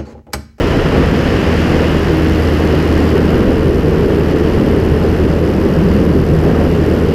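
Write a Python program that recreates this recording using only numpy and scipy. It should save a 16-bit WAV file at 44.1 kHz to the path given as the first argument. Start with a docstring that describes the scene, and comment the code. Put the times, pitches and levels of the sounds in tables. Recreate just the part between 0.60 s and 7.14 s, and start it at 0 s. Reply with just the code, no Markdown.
"""Light aeroplane in a turn

A small four-cylinder aeroplane cruises through a turn, heard from a microphone out under its wing.
Engine: sines at multiples of half the firing rate, plus one sharp puff of noise per firing.
Airstream: shaped noise buffets, roars, howls, rumbles and hisses; wavering sines hoot now and then.
A look-ahead limiter rounds the loudest peaks."""
import sys
import numpy as np
from scipy import signal
from scipy.fft import rfft, irfft, next_fast_len
from scipy.io import wavfile
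from scipy.ndimage import uniform_filter1d, minimum_filter1d

SR = 44100
rng = np.random.default_rng(int(sys.argv[2]) if len(sys.argv) > 2 else 0)


def persist_wave(psi):
    """Save psi, clipped to +-1, as 16-bit WAV."""
    counts = np.round(np.clip(psi, -1, 1) * 32767).astype(np.int16)
    wavfile.write(sys.argv[1], SR, np.atleast_2d(counts).T)


N = 288414
TIME_S = np.arange(N) / SR
EDGE_HZ = 15330  # upper band limit
FIRST_FIRING_S = 0.0096  # the first whole turn of the firing count ends here
USUAL_AIRFLOW_DB = -31

# Engine speed: t/s, firing rate/Hz
FIRING_RATE = [(0.0, 79.45), (1.0, 79.28), (2.0, 79.37), (3.0, 79.46), (4.0, 79.78), (5.0, 79.94),
               (6.0, 80.09), (6.54, 80.4)]
# Engine swell, how openly it reaches the microphone: t/s, level re usual/dB
ENGINE_SWELL = [(0, -2), (1.1, 0.5), (1.7, 3), (2.5, 3), (2.95, -0.8), (4.6, .5), (5.7, 0), (6.54, 0.7)]
# Engine orders: multiple of firing rate, level/dB, gain per engine swell/(dB/dB)
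ENGINE_ORDERS = [(1.5, -37.5, -1), (2, -25, .5), (3, -32, .5), (3.5, -43, -2), (4, -29, 2.5), (4.5, -41, 0),
                 (5, -29, 0), (6, -52, 6), (7, -50, 3)]
# Cylinders in firing order: relative level/dB, lateness/firing periods
CYLINDERS = [(0.5, -0.03), (4, -0.1), (3.5, -0.072), (4, -.03)]
# Puff spectrum: f/Hz, relative density/dB
PUFF_SPECTRUM = [(1200, -15), (3000, -4), (3800, 2), (5000, 10), (6300, -2.5), (7000, -16), (7600, 2),
                 (8500, -11), (9250, 1.5), (10000, -5.5), (11700, 3.5), (13200, -5), (14000, -4),
                 (15300, -10)]
# Spectrum of the puff's reflection off the airframe: f/Hz, relative density/dB
REFLECTION_SPECTRUM = [(2000, -9), (4000, 11), (5000, 9), (6300, 6), (7700, -1), (8500, -9), (9300, 1),
                       (10200, -9), (12000, -3), (15300, -12)]
# Airflow past the housing, easing through the turn: t/s, level/dB (used re USUAL_AIRFLOW_DB)
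AIRFLOW_LEVEL = [(0.0, -26), (0.5, -27.0), (0.9, -25.5), (1.3, -26.5), (1.6, -28), (2.3, -28.5),
                 (2.75, -30), (3.15, -33), (3.8, -31.1), (4.2, -32.8), (4.5, -32.5), (5.05, -34),
                 (5.35, -32.7), (5.65, -35.5), (5.95, -33), (6.54, -32.8)]
# Buffeting at the housing: f/Hz, relative density/dB
BUFFET_SPECTRUM = [(30, -12), (80, -5), (120, -3), (160, 0), (215, -0.5), (270, -0.5), (380, -3), (470, -3),
                   (540, -7.5), (620, -15.5), (850, -23.5), (2200, -39), (5000, -59.5)]
# Propeller wash: f/Hz, relative density/dB
ROAR_SPECTRUM = [(200, -38), (600, 4), (900, -1.5), (1250, -2.5), (1700, -6.5), (2400, -15.5), (5000, -44),
                 (12000, -53)]
# Gusts on buffeting and roar: t/s, half length/s, peak boost/dB
GUSTS = [(0.382, 0.086, 3), (2.647, 0.47, 2), (3.95, 0.23, 1), (5.95, 0.18, 2)]
# Band favoured by the eddies, shifting in the turn: t/s, centre f/Hz, level before trim/dB
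HOWL_BAND = [(0, 280, -38), (2.1, 310, -22), (2.6, 410, -17), (4.2, 400, -16.5), (5.6, 375, -20.5),
             (6.54, 430, -15.5)]
# Large eddies pressing on the microphone: f/Hz, relative density/dB
RUMBLE_SPECTRUM = [(8, -27), (18, -12), (28, -4.5), (45, -1.5), (62, -2.5), (85, -4.5), (125, -7.5),
                   (220, -22), (1500, -76)]
# Air rushing past the struts: f/Hz, relative density/dB
RUSH_SPECTRUM = [(300, -13), (800, -5.5), (1300, -3.5), (1850, 2.35), (2300, -4), (2900, -0.5), (3700, -13),
                 (5000, -11.5), (6200, -20), (7600, -24.5), (8500, -32), (9300, -28), (12000, -33.5),
                 (15300, -35)]
# Eddies hooting on the housing: t/s, half length/s, mean f/Hz, level/dB
HOOTS = [(2.843, 0.16, 197, -14), (4.94, 0.15, 198.7, -18), (5.277, 0.53, 189.3, -15.5),
         (5.504, 0.13, 166.8, -14), (5.722, 0.26, 154.3, -13.5)]


def firings():
    """Firing count over time: the integral of the firing rate."""
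    rate_hz = curve(FIRING_RATE)
    return 1 + np.cumsum(rate_hz) / SR - rate_hz[0] * FIRST_FIRING_S


def drone(turns, note_db=-19.0, waver_db=0.04, waver_hz=8.7, fade=0.25, fade_hz=8):
    """Firing note and engine orders; each follows the swell its own way and wavers in turbulent air."""
    swell_db = curve(ENGINE_SWELL)
    note_gain = gain_of(note_db + swell_db + waver_db * wander(waver_hz))
    out = note_gain * np.cos(2 * np.pi * turns)
    # one shaft turn per two firings: orders lie on multiples of half the firing rate
    for multiple, order_db, follow in ENGINE_ORDERS:
        angle = 2 * np.pi * (multiple * turns + rng.random())
        level = gain_of(order_db + follow * swell_db) * (1 + fade * wander(fade_hz))
        out += level * np.cos(angle + fade * wander(fade_hz))  # fade is also the phase waver/rad
    return np.sqrt(2) * out


def exhaust(turns, level_db=-45.3, follow=0.76, blown_away=0.55, waver_db=0.4, waver_hz=3,
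            rise_periods=0.072, fall_periods=0.091, jitter_periods=0.023, uneven_db=0.6, stretch_db=2.3,
            tail_db=-5.0, tail_delay_periods=0.2, tail_decay_periods=0.32):
    """Each opening valve puffs noise, with a duller airframe reflection; strong airflow weakens both."""
    firing = np.floor(turns + 1 / 3).astype(int)
    cylinder_db, late = np.array(CYLINDERS)[firing % len(CYLINDERS)].T
    size, shift, spread = rng.standard_normal((1024, 3))[firing].T  # drawn once per firing
    age = turns - firing - late - jitter_periods * shift  # firing periods
    strength = gain_of(cylinder_db + uneven_db * size)

    # same gas in a short hard spit or a longer soft one
    stretch = gain_of(stretch_db * spread)
    width = np.where(age < 0, rise_periods, fall_periods) * stretch
    puff = np.exp(-0.5 * (age / width) ** 2) / np.sqrt(stretch)
    tail = (age > 0) * np.exp(-abs(age - tail_delay_periods) / tail_decay_periods)

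    direct = coloured(strength * puff * rng.standard_normal(N), PUFF_SPECTRUM)
    reflected = coloured(strength * tail * rng.standard_normal(N), REFLECTION_SPECTRUM)
    loss_db = blown_away * np.maximum(airflow_db() - 2, 0)
    reach_db = follow * curve(ENGINE_SWELL) - loss_db + waver_db * wander(waver_hz)
    return gain_of(level_db + reach_db) * (direct + gain_of(tail_db) * reflected)


def buffet(level_db=-13.0, follow=-0.08, shelter=0.32, surge_db=0.32, surge_hz=3, lumps_db=1.52,
           lumps_hz=73, roar_db=-27.0, roar_follow=0.65, flurry_db=0.9, flurry_hz=40):
    """Eddies buffet the housing under the propeller wash's roar; gusts lift both, roar tracks airflow."""
    flow_db = airflow_db()
    eddies = rng.standard_normal(N) * gain_of(lumps_db * wander(lumps_hz))
    wash = rng.standard_normal(N) * gain_of(flurry_db * wander(flurry_hz))
    low = gain_of(level_db + follow * flow_db) * coloured(eddies, BUFFET_SPECTRUM)
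    roar = gain_of(roar_db + roar_follow * flow_db) * coloured(wash, ROAR_SPECTRUM)
    gusts_db = sum(peak_db * bump(t_s, half_s) for t_s, half_s, peak_db in GUSTS)
    shared_db = gusts_db + surge_db * wander(surge_hz) - shelter * curve(ENGINE_SWELL)
    return gain_of(shared_db) * (low + roar)


def howl(trim_db=-3.5, half_width_hz=60):
    """Hollow band of turbulence whose centre and level shift through the turn."""
    level_db = curve(HOWL_BAND, column=2) + trim_db
    return gain_of(level_db) * narrow_noise(curve(HOWL_BAND), half_width_hz)


def rumble(level_db=-21.0, shelter=1.4):
    """Largest eddies press straight on the microphone; they ease while the engine swells."""
    noise = coloured(rng.standard_normal(N), RUMBLE_SPECTRUM)
    return gain_of(level_db - shelter * curve(ENGINE_SWELL)) * noise


def rush(turns, level_db=-30.5, follow=1.09, flutter_db=0.5, flutter_hz=70, beat_db=0.6):
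    """Slipstream hiss past the struts, fluttering and beating slightly with the two propeller blades."""
    swing_db = flutter_db * wander(flutter_hz) + beat_db * np.cos(2 * np.pi * turns)
    air = rng.standard_normal(N) * gain_of(swing_db)
    return gain_of(level_db + follow * airflow_db()) * coloured(air, RUSH_SPECTRUM)


def hoots(unsteady=0.0812, unsteady_hz=29.4, rough=0.23, rough_hz=29):
    """Vortices shed in step for a moment: short, low tones, unsteady in pitch and level."""
    cycles_per_hz = np.cumsum(1 + unsteady * wander(unsteady_hz)) / SR
    swell = 1 + rough * wander(rough_hz)
    out = np.zeros(N)
    for t_s, half_s, pitch_hz, level_db in HOOTS:
        window = bump(t_s, half_s) ** 2
        out += gain_of(level_db) * window * np.sin(2 * np.pi * pitch_hz * cycles_per_hz)
    return np.sqrt(2) * swell * out


def airflow_db():
    """Airflow strength in dB re its usual level."""
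    return curve(AIRFLOW_LEVEL) - USUAL_AIRFLOW_DB


def narrow_noise(centre_hz, half_width_hz):
    """Noise of rms about one around centre_hz: slow random signals on quadrature carriers."""
    angle = 2 * np.pi * np.cumsum(centre_hz * np.ones(N)) / SR
    return wander(half_width_hz) * np.cos(angle) + wander(half_width_hz) * np.sin(angle)


def wander(rate_hz):
    """Low-passed noise of rms one, moving no faster than about rate_hz."""
    size = next_fast_len(N)
    f_hz = np.fft.rfftfreq(size, 1 / SR)
    spectrum = rfft(rng.standard_normal(size)) / (1 + (f_hz / rate_hz) ** 4)
    return evened(irfft(spectrum, size)[:N])


def coloured(x, points):
    """Filters x by a (Hz, dB) curve, linear in dB over log frequency; rms one."""
    size = next_fast_len(N)
    point_hz, point_db = np.transpose(points)
    f_hz = np.fft.rfftfreq(size, 1 / SR)
    shape_db = np.interp(np.log(f_hz + 1), np.log(point_hz + 1), point_db)
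    return evened(irfft(rfft(x, size) * gain_of(shape_db), size)[:N])


def bump(t_s, half_s):
    """Smooth rise and fall, peaking at one at t_s."""
    return np.cos(np.pi / 2 * np.clip((TIME_S - t_s) / half_s, -1, 1)) ** 2


def curve(rows, column=1):
    """One column of a time table, linearly interpolated."""
    columns = np.transpose(rows)
    return np.interp(TIME_S, columns[0], columns[column])


def evened(x):
    """Scales to rms one."""
    return x / np.sqrt(np.mean(x ** 2) + 1e-20)


def gain_of(db):
    """Decibels to amplitude."""
    return 10 ** (np.asarray(db) / 20)


def scene():
    """Engine plus airstream at one microphone."""
    turns = firings()
    engine = drone(turns) + exhaust(turns)
    wind = buffet() + howl() + rumble() + rush(turns) + hoots()
    return (engine + wind)[None]


def record(dry, ceiling=0.87):
    """Look-ahead limiter holds the peaks down; a low-pass then limits the band."""
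    allowed = np.minimum(1, ceiling / (abs(dry) + 1e-9))
    gain = uniform_filter1d(minimum_filter1d(allowed, size=601), size=601)
    lowpass = signal.firwin(701, EDGE_HZ, window=("kaiser", 9), fs=SR)
    return signal.oaconvolve(dry * gain, lowpass[None], "same")


dry = scene()
out = record(dry)
persist_wave(out)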